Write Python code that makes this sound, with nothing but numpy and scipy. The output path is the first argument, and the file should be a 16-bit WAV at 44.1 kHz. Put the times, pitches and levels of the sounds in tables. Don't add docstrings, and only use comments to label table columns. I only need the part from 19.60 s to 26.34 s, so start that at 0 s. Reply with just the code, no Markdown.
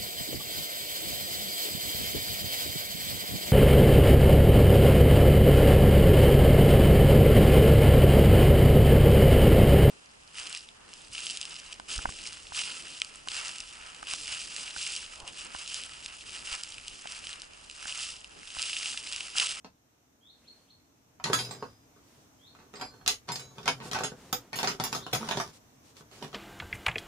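import sys
import numpy as np
from scipy import signal
from scipy.io import wavfile
from scipy.ndimage import uniform_filter1d

SR = 44100
rng = np.random.default_rng(int(sys.argv[2]) if len(sys.argv) > 2 else 0)


def amp(db):
    return 10 ** (np.asarray(db, float) / 20)


def write(x):
    x = np.atleast_2d(x).T
    wavfile.write(sys.argv[1], SR, np.round(np.clip(x, -1, 1) * 32767).astype(np.int16))


N = 297234

# pitch_hz, level_db (per Hz)
AIR_COLOUR = [(15, -45), (25, -14), (62, -18), (99, 7), (195, -11), (270, 4), (344, -9), (489, -5),
              (531, -22), (575, -7), (1890, -16.5), (4870, -21.5), (5880, -14.5), (9840, -27),
              (14800, -23.5), (16000, -49)]
# time_s, level_db
AIR_LEVEL = [(0, -68), (1.5, -65), (2.4, -61.5), (6.0, -60.5), (6.74, -60.5)]
# pitch_hz, likeness (-1 to 1)
AIR_LIKENESS = [(60, 1), (240, 0.74), (950, -0.11), (3770, -0.16), (15000, -0.047)]
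# pitch_hz, level_db (per Hz)
STEEL_COLOUR = [(530, -34), (900, 3), (1920, -0.5), (3910, -1), (4570, -2), (6640, -4.5), (8870, -20.5),
                (10900, -24), (12300, -39), (14000, -25), (16000, -36)]
# pitch_hz, width_hz, level_db
BOX_PANELS = [(125.2, 5.1, -23), (167.4, 7, -23), (254, 81, -4), (277, 50, -4.5), (395, 33.4, -10.5),
              (477, 58, -1.5), (668, 40, -11.5), (801, 83, 0), (1009, 116, 0.5), (1300, 137, -2.5)]
# start_s, crack_db, box_db, rebound_t60_s, tilt_db (per octave)
DROPS = [(0.0455, -45, -45, 0.059, 0.6), (1.5993, -42.5, -57, 0.036, -6.5), (1.6602, -31, -36, 0.072, 0.5),
         (1.7001, -43, -42, 0.27, -2), (1.732, -18, -30.5, 0.052, -.1), (1.9494, -41.5, -49, 0.022, 0.2),
         (2.0257, -39, -37, 0.05, -2.5), (2.361, -58.5, -60.5, 0.1, -1), (2.9503, -50, -84, 0.064, -0.5),
         (2.9891, -53, -57, 0.2, -2), (3.1387, -38.5, -64, 0.054, 0), (3.2114, -28.5, -59, 0.092, -4),
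         (3.412, -50, -59, 0.032, -6), (3.6891, -28.5, -42.5, 0.09, -.1), (3.9827, -39, -41.5, 0.037, -1.5),
         (4.057, -31, -38.5, 0.17, 0), (4.0783, -13, -29, 0.036, 1), (4.2023, -40.5, -44.5, 0.15, -3),
         (4.257, -52, -39.5, 0.032, 2)]
# start_s, crack_db, box_db, rebound_t60_s, tilt_db (per octave)
PUSHES = [(4.3474, -26, -34, 0.1, -3), (4.388, -28.5, -54, 0.053, 0.8), (4.4084, -39, -44, 0.1, 2),
          (4.5188, -48, -38.5, 0.026, -3), (4.9309, -27, -42, 0.042, 0.2), (4.9878, -24, -40, 0.068, 1.5),
          (5.0304, -21.5, -32.5, 0.035, 1), (5.0447, -22, -35, 0.031, 0), (5.3277, -25, -35.5, 0.03, 3),
          (5.4651, -35, -36.5, 0.026, 0.2), (5.6088, -37, -39, 0.062, 1),
          (5.6292, -35.5, -34.5, 0.029, -.1), (5.675, -40, -40, 0.033, -.1),
          (5.6885, -23, -32, 0.025, -0.5), (5.7107, -21.5, -37.5, 0.05, -1.5),
          (5.7722, -26, -36, 0.047, -2), (5.8002, -24.5, -39, 0.052, -0.5), (6.3678, -48, -81, 0.036, 1),
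          (6.4082, -50.5, -48.5, 0.033, -.1), (6.6252, -34, -39.5, 0.074, 0), (6.7294, -43, -44, .08, -.1)]
# start_s, crack_db, box_db, rebound_t60_s, tilt_db (per octave)
CLINKS = [(1.641, -22.5, -47, 0.032, -2), (1.7891, -28, -52, 0.078, -0.3), (1.8099, -35, -43, 0.033, 1),
          (1.8488, -37, -76, 0.055, -.1), (1.9101, -35, -43.5, 0.068, 0.3), (3.1575, -46, -75, 0.12, -2),
          (3.1983, -41.5, -47.5, 0.028, -1), (3.2197, -52, -36, 0.032, -.1), (3.3389, -55, -53, .046, -.1),
          (3.4615, -31, -43, 0.077, -.1), (3.478, -19, -61, 0.047, 1), (3.5023, -30.5, -41.5, 0.088, 1.5),
          (3.682, -42, -55, .03, -.1), (3.7184, -33.5, -43.5, 0.073, 1), (3.7574, -31, -50, 0.03, 0.3),
          (3.7948, -38.5, -62, 0.088, -.1), (4.0304, -48, -66, 0.1, -.1), (4.3136, -30.5, -42, 0.097, 0.3),
          (4.3323, -27, -47, 0.026, 0.5), (4.4352, -23, -34, .11, -2), (4.728, -22, -33.5, 0.037, -.1),
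          (4.957, -29, -65, 0.33, -1), (5.0732, -21, -36, 0.095, -0.3), (5.099, -30, -44, .05, -0.5),
          (5.1989, -25, -30, 0.05, -1), (5.238, -22, -39, 0.09, 0.3), (5.3488, -26.5, -38, 0.076, 1),
          (5.529, -26, -35, .03, 3), (5.5325, -19.5, -29, 0.044, 1), (5.5487, -26.5, -33, 0.053, 1),
          (6.5132, -47.5, -66, 0.3, -0.2)]
# crack_centre_hz, sparkle_db
DROP_COLOUR, PUSH_COLOUR, CLINK_COLOUR = (1620, -2.5), (1730, 2.6), (4540, 3.2)
# start_s, peak_db, centre_hz
SNAPS = [(1.6395, -24, 6660), (1.731, -18.5, 3840), (3.4625, -18.5, 4400), (3.477, -7.5, 5330),
         (3.503, -21, 5460), (3.6882, -28.5, 4900), (4.0575, -27, 6610), (4.0776, -17, 2200),
         (4.4363, -24, 6620), (4.7277, -24, 6650), (5.0728, -23, 4630), (5.1994, -22, 4460)]
# start_s, length_s, first_pitch_hz, sweep_db, closing_flick_db
WHISTLES = [
    (0.606, 0.14, 3100, -54, -57),
    (0.815, 0.093, 1380, -63, -43),
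    (1.065, 0.058, 2440, -62.5, -49),
    (2.786, .13, 3040, -55, -53.5),
    (5.381, 0.086, 3050, -47, -48),
]
# middle_s, length_s, hiss_db, rustle_db
BRUSHES = [
    (0.93, 0.54, -71, -69.5),
    (2.548, 0.39, -68, -67),
    (4.266, 0.11, -49, -50.5),
    (4.646, 0.28, -61.5, -55),
    (4.824, 0.25, -78, -58),
    (5.956, 0.09, -57.5, -63),
    (6.107, 0.29, -116, -84),
    (6.282, 0.14, -62.5, -66),
    (6.389, 0.098, -57.5, -61.5),
    (6.562, 0.15, -59, -56.5),
]
# pitch_hz, level_db, t60_s
LONG_ROD = [(3800, -8, .09), (4520, -7, .15), (4689, 0, .28), (4800, -7, .15), (4969, -2, .78),
            (5070, -7, .15), (7590, -7, .25)]
STOUT_ROD = [(6620, -3, .3), (7570, -4, .25), (9775, -11, .4), (10880, -7, .3), (10540, -14, .12),
             (13470, -17, .3), (14280, -22, .25)]
BENT_ROD = [(1590, -18, .15), (2900, -18, .3), (3952, 0, .6), (6616, -3, .7)]
LOOSE_ROD = [(4253, -3, 1.1)]
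SHORT_ROD = [(4900, 11.5, 0.067), (6800, 6, 0.16), (9700, -0.5, 0.29), (11200, -7, 0.28),
             (13900, -18, 0.075)]
FLAT_ROD = [(4100, -8, .1), (6640, -4, .25), (9700, -11, .25), (13560, -1, .2), (13830, -3, .2)]
THIN_ROD = [(7230, -2, .14), (10780, 2, 0.11), (11970, -9, 0.13), (13610, -6, 0.092), (14370, -3, 0.1)]
# pitch_hz, level_db, t60_s
PINNED_ROD = [(505.5, -10, 0.14), (850, -15, .15), (1044, -0.5, 0.11), (1367, -5, .15), (2200, -4, 0.17),
              (3639, -10, 0.13), (5841, -14, .12)]
PINCHED_ROD = [(5480, -3.5, .13), (6621, -3, 0.24), (7585, -11, .16), (9740, -22, 0.43), (10410, -15, .12),
               (14350, -14, 0.11), (14910, -14, .07)]
TIPPED_ROD = [(1013, -6, .15), (1370, -4, 0.097), (3230, -9, .08), (4888, -3, 0.44), (7300, -8, .09),
              (7607, -14.5, 0.36), (10910, -16, .3), (13600, -29.5, .2)]
CROSSED_ROD = [(3650, -3, 0.071), (4969, -3, 0.21), (5060, -1, .25), (6670, -6.5, .5), (7250, -10, .25),
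               (7585, -2.5, 0.22), (9814, -8, .16), (10930, -14, .3), (13550, -19, .3), (14930, -14, .07)]
# start_s, level_db, hold_s (until damped), tilt_db (per octave, from the place struck), rod
FREED = [(1.641, -49.5, .07, 0.5, SHORT_ROD), (1.732, -32.5, 0.12, 5, STOUT_ROD),
         (1.731, -36.5, .55, -3, LONG_ROD), (1.79, -40, 0.033, -5, LONG_ROD),
         (1.745, -46, .22, -6, BENT_ROD), (1.909, -43.5, 0.024, 21.5, LONG_ROD),
         (3.155, -50, 0.077, 11, LONG_ROD), (3.213, -59, 0.23, -6, LOOSE_ROD),
         (3.213, -40, 0.076, 0.3, TIPPED_ROD), (4.079, -29, .05, -.1, PINNED_ROD),
         (3.757, -45.5, .06, -1, CROSSED_ROD), (3.719, -38.5, 0.04, -.1, CROSSED_ROD),
         (3.796, -50.5, 0.05, 4, CROSSED_ROD), (3.81, -53, .12, 3, BENT_ROD),
         (4.438, -33, 0.029, -5, STOUT_ROD), (4.727, -37.5, 0.012, 3.5, FLAT_ROD),
         (3.479, -30.5, 0.07, -1, PINCHED_ROD), (4.958, -44, 0.087, 7, STOUT_ROD),
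         (5.074, -50, 0.11, -32, SHORT_ROD), (5.239, -37.5, .08, 1.5, THIN_ROD),
         (5.532, -48, 0.03, 3, FLAT_ROD), (4.96, -52, .08, 5, FLAT_ROD), (5.71, -48.5, 0.13, 24, BENT_ROD)]
# start_s, end_s, chatter_db (steel), rumble_db (box), change_db (by the end)
HANDLING = [(1.652, 2.127, -48.5, -42.5, -19.5), (2.877, 3.1, -88, -70, 1), (3.145, 3.447, -62, -50, -17),
            (3.69, 3.943, -51.5, -46, -17.5), (3.964, 4.526, -61.5, -52, -4),
            (4.938, 5.146, -56.5, -48.5, 1.5), (5.195, 5.428, -61, -52.5, 5.5),
            (5.46, 5.725, -61, -58, 11.5), (5.753, 5.899, -48, -43.5, -9), (6.4, 6.635, -83, -86, 24),
            (6.625, 6.74, -54.5, -47, -13)]
# start_s, peak_db, panel_hz
THUDS = [
    (1.6999, -24.5, 567),
    (2.0245, -31.5, 474),
    (4.077, -43, 1050),
    (4.387, -32.5, 606),
    (4.407, -26, 745),
    (5.042, -25, 840),
    (5.199, -32.5, 270),
    (5.773, -27.5, 298),
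    (5.8, -39, 700),
]
# start_s, level_db, pitch_hz, t60_s
BOOMS = [
    (1.742, -44, 123, .9),
    (2.029, -57, 107, .9),
    (3.701, -51, 132, .9),
    (4.078, -35, 270, .16),
    (4.135, -46, 130, .3),
    (4.258, -45, 490, .12),
    (4.728, -37, 495, .12),
    (5.2, -42, 270, .2),
    (5.6, -35.5, 222.3, .3),
    (5.799, -48, 97.8, .9),
]
# start_s, peak_db, centre_hz
TICKS = [(1.76, -28, 4700), (1.787, -28, 3900), (1.803, -30, 4800), (3.2125, -44, 12500),
         (3.478, -24, 14800), (3.49, -23, 4300), (3.721, -31, 5000), (3.757, -29, 5000), (4.03, -43, 5000),
         (4.0785, -22, 5800), (4.3136, -32, 6300), (4.387, -30, 5500), (4.407, -35, 6000),
         (4.9885, -23, 5200), (5.03, -28, 6200), (5.322, -34, 7300), (5.688, -29, 4500), (5.772, -30, 4800)]


def evened(x):
    return x / np.sqrt(np.mean(x ** 2) + 1e-20)


def read(points, hz):
    f, value = np.transpose(points)
    return np.interp(np.log(hz + 1), np.log(f + 1), value)


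def add(mix, s, sound):
    part = mix[:, round(s * SR):][:, :sound.shape[1]]
    part += sound[:, :part.shape[1]]


def air():
    frames, hz = N // 256 + 5, np.fft.rfftfreq(1024, 1 / SR)
    a, b, c, d, patches = rng.standard_normal((frames, 513, 5)).T
    patches = uniform_filter1d(patches, 10, 0)
    patches = evened(uniform_filter1d(patches, 14, 1))
    same = np.clip(read(AIR_LIKENESS, hz), -1, 1)[:, None]
    left = a + 1j * b
    right = same * left + np.sqrt(1 - same ** 2) * (c + 1j * d)
    z = np.array([left, right]) * amp(read(AIR_COLOUR, hz)[:, None] + 0.8 * patches)
    hush = evened(signal.istft(z, nperseg=1024, noverlap=768)[1][:, :N])
    return hush * amp(np.interp(np.arange(N) / SR, *np.transpose(AIR_LEVEL)))


def modes(hz, db, t60, turn, count, rise=0.00047):
    t = np.arange(count) / SR
    step = np.exp((2j * np.pi * hz - np.log(1000) / t60) / SR)
    spin = np.cumprod(np.broadcast_to(step[:, None], (len(hz), count)), axis=1)
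    start = amp(db) * np.exp(1j * np.array([turn, -turn]))
    return (start @ spin).imag * np.minimum(t / rise, 1)


def steel(chance, hz, sparkle_db, life=0.0049, focus_db=1.5, spread=0.71, rise=0.00053, tilt_db=0):
    place = (np.arange(len(chance)) + chance[:, 0]) / len(chance)
    f = 700 + 15000 * place ** 1.3
    octaves, top = np.log2(f / hz), f > 9000
    db = read(STEEL_COLOUR, f) + 7 * chance[:, 1]
    db -= focus_db * np.minimum(abs(octaves), 2.6)
    db -= 1.9 * np.maximum(-octaves, 0)
    db += sparkle_db * top + tilt_db * octaves
    t60 = life * (0.15 + 2.54 * chance[:, 2]) * np.where(top, 2.59, 1)
    turn = spread * (chance[:, 3] - 0.5) * np.pi
    sound = modes(f, db, t60, turn, count=1500, rise=rise)
    return sound / abs(sound).max()


def wood(chance, ring=1.0, near_hz=500, focus_db=0):
    hz, width, db = np.transpose(BOX_PANELS)
    f = hz * (0.918 + 0.26 * chance[:, 0])
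    db = db + 9 * chance[:, 1] - focus_db * abs(np.log2(hz / near_hz))
    t60 = np.clip(ring * 1.79 / width, 0.012, 0.2)
    sound = modes(f, db, t60, 0.124 * (chance[:, 2] - 0.5), count=5000, rise=0.00086)
    return sound / np.sqrt(np.mean(sound[:, :900] ** 2))


def bounces(draw, t60, share_db=-6.5, per_s=2500):
    t = np.arange(draw.shape[1]) / SR
    fade = amp(share_db - 60 * (t / np.clip(t60, 0.01, 0.3)) ** 1.43)
    train = fade * (2 * draw[0] - 1) * (draw[1] < per_s / SR)
    return np.append(1, train[1:])[None]


def knocks():
    out = np.zeros((2, N))
    kinds = (DROPS, DROP_COLOUR), (PUSHES, PUSH_COLOUR), (CLINKS, CLINK_COLOUR)
    contacts = sorted((*row, *colour) for table, colour in kinds for row in table)
    for s, db, box_db, t60, tilt_db, hz, sparkle_db in contacts:
        chance = rng.random((60, 4))
        train = bounces(rng.random((2, 6000)), t60)
        crack = signal.fftconvolve(train, steel(chance, hz, sparkle_db, tilt_db=tilt_db), axes=1)
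        thud = signal.fftconvolve(train[:, :2000], wood(chance[:len(BOX_PANELS)]), axes=1)
        add(out, s, amp(db + 5.5) * crack)
        add(out, s, amp(box_db - 8.0) * thud)
    for s, db, hz in SNAPS:
        snap = steel(rng.random((60, 4)), hz, 14 + 0.5 * db, life=0.003, focus_db=13, spread=0.35, rise=0.0002)
        add(out, s + 0.0007, amp(db + 3.0) * snap)
    return out


def room(x, t60, top_t60, gap, bend=1):
    hz, t, z = signal.stft(rng.standard_normal((2, SR // 2)), SR, nperseg=256)
    same = np.clip(read([(450, 0.73), (1100, 0.042)], hz), 0, 1)[:, None]
    z = np.array([z[0], same * z[0] + np.sqrt(1 - same ** 2) * z[1]])
    lives = read([(300, t60), (12000, top_t60)], hz)[:, None]
    tail = signal.istft(z * amp(-60 * (t / lives) ** bend), SR, nperseg=256)[1]
    tail = np.pad(tail / np.linalg.norm(tail[0]), ((0, 0), (round(gap * SR), 0)))
    return signal.fftconvolve(x, tail, axes=1)[:, :N]


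def bird():
    out = np.zeros((2, N))
    knee, flick = 0.58, 0.74
    for s, length, first_hz, db, flick_db in WHISTLES:
        u = np.arange(0, 1, 1 / (length * SR))
        hz = np.interp(u, [0, knee, flick, 1], [first_hz, 3740, 4360, 3930])
        levels_db = [db - 12, db - 3.5, db, flick_db, flick_db - 29]
        level_db = np.interp(u, [0, knee / 2, knee, flick, 1], levels_db)
        tone = amp(level_db) * np.sin(2 * np.pi * np.cumsum(hz) / SR)
        add(out, s, np.array([tone, tone]) * signal.windows.tukey(len(u), 0.1))
    return amp(-6) * out + room(out, 0.45, 0.4, 0.004)


def brushes():
    out = np.zeros((2, N))
    for s, length, hiss_db, low_db in BRUSHES:
        count = round(np.clip(length, 0.03, 0.55) * SR)
        noise = rng.standard_normal((3, SR // 2 + 4000))[:, :count]
        hiss = signal.lfilter(*signal.butter(2, [2200, 8500], "band", fs=SR), noise[:2])
        low = signal.lfilter(*signal.butter(1, [70, 420], "band", fs=SR), noise[2])
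        swell = signal.windows.tukey(len(low), 0.8)
        add(out, s - length / 2, swell * (amp(hiss_db) * evened(hiss) + amp(low_db) * evened(low)))
    return out


def rings(split=0.004, twin_db=-10.0, pivot_hz=6000):
    out = np.zeros((2, N))
    for s, level_db, hold, tilt_db, rod in FREED:
        hz, db, t60 = np.transpose(rod)
        db = db + level_db + tilt_db * np.log2(hz / pivot_hz)
        detune, *turn = rng.uniform(-1.09, 1, (14, 3))[:len(hz)].T
        count = int(abs(hold) * SR) + 1500
        both_hz = np.append(hz, hz * (1 + split * detune))
        both_db = np.append(db, db + twin_db)
        both_t60 = np.clip(np.append(t60, 1.04 * t60), 0.03, 1.5)
        sound = modes(both_hz, both_db, both_t60, 0.9 * np.ravel(turn), count=count)
        damping = np.minimum(np.arange(count)[::-1] / 1500, 1)
        add(out, s, sound * damping)
    return out


def handling(per_s=1200, size_db=4.0, grip_s=0.019):
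    t, out = np.arange(N) / SR, np.zeros((2, N))
    start, end, *levels, change_db = np.array(HANDLING).T[:, :, None]
    grip = np.clip(np.minimum(t - start, end - t) / grip_s + 1, 0, 1)
    grip = grip * amp(change_db * np.clip((t - start) / (end - start), 0, 1))
    for level_db, kind in zip(levels, ("steel", "wood")):
        layer = np.zeros((2, N))
        for chance in rng.random((4, 60, 4)):
            sizes = amp(size_db * np.minimum(rng.exponential(1, N), 5))
            contacts = sizes * (rng.random(N) < per_s / 4 / SR)
            if kind == "steel":
                body = steel(chance, 8100, 4.8, 0.0082)
            else:
                body = wood(chance[:len(BOX_PANELS)], 0.93)
            layer += signal.oaconvolve(contacts[None], body, axes=1)[:, :N]
        out += (amp(level_db) * grip).sum(0) * evened(layer)
    return out


def thuds(focus_db=9, swell=0.0067):
    out = np.zeros((2, N))
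    for s, db, hz in THUDS:
        sound = wood(rng.random((len(BOX_PANELS), 3)), 1.0, hz, focus_db)
        add(out, s, amp(db + 3.5) * sound / abs(sound).max())
    for s, db, hz, t60 in BOOMS:
        add(out, s, modes(*np.array([[hz], [db], [t60], [0.1]]), count=SR // 2, rise=swell))
    return out


def sway(tools, level_db=-57, top_hz=85, follow_s=0.13):
    span = round(follow_s * SR)
    power = uniform_filter1d((tools ** 2).mean(0), span, origin=round(follow_s * SR / 4))
    work = np.sqrt(abs(power))
    low = signal.lfilter(*signal.butter(2, top_hz, fs=SR), rng.standard_normal(N))
    return amp(level_db) * np.sqrt(work / work.max()) * evened(low)


def ticks():
    out = np.zeros((2, N))
    for s, db, hz in TICKS:
        add(out, s, amp(db) * steel(rng.random((60, 4)), hz, 4, life=0.009, focus_db=11, spread=0.5))
    return out + amp(-1.5) * room(out, 0.1, 0.12, 0.003, bend=1.3)


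def scene():
    struck, free = knocks(), amp(2.0) * rings()
    work = struck + handling() + thuds()
    tools = signal.lfilter(*signal.butter(2, 95, "high", fs=SR), work)
    side = amp(np.array([[-1.24], [1.24]]) / 2)
    echo = room(side * (amp(-0.5) * tools + amp(-9.0) * free), 0.11, 0.15, 0.003, bend=1.275)
    return side * (tools + free + sway(tools)) + echo + brushes() + bird() + air() + ticks()


def masked(x, below_db=24.5, from_hz=7800, count=16):
    hz, t, z = signal.stft(x, SR, nperseg=1024)
    power = abs(z[:, :512]) ** 2
    bands = power.reshape(2, -1, count, len(t)).sum(2).mean(0)
    loud = bands[7:].sum(0) * amp(-2 * below_db)
    loud = loud * (loud / loud.max()) ** 0.15
    z[:, :512] *= np.repeat(bands > loud, count, 0) | (hz[:512, None] < from_hz)
    return signal.istft(z, SR, nperseg=1024)[1][:, :N]


def top_cut(x):
    return signal.sosfilt(signal.butter(12, 16680, fs=SR, output="sos"), x)


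def record(dry):
    thin = signal.lfilter(*signal.butter(2, 42, "high", fs=SR), dry)
    lowpass = signal.firwin(127, 16400, window=("kaiser", 6), fs=SR)
    limited = signal.oaconvolve(thin, lowpass[None], "same")
    return top_cut(masked(limited))


dry = scene()
out = record(dry)
write(out)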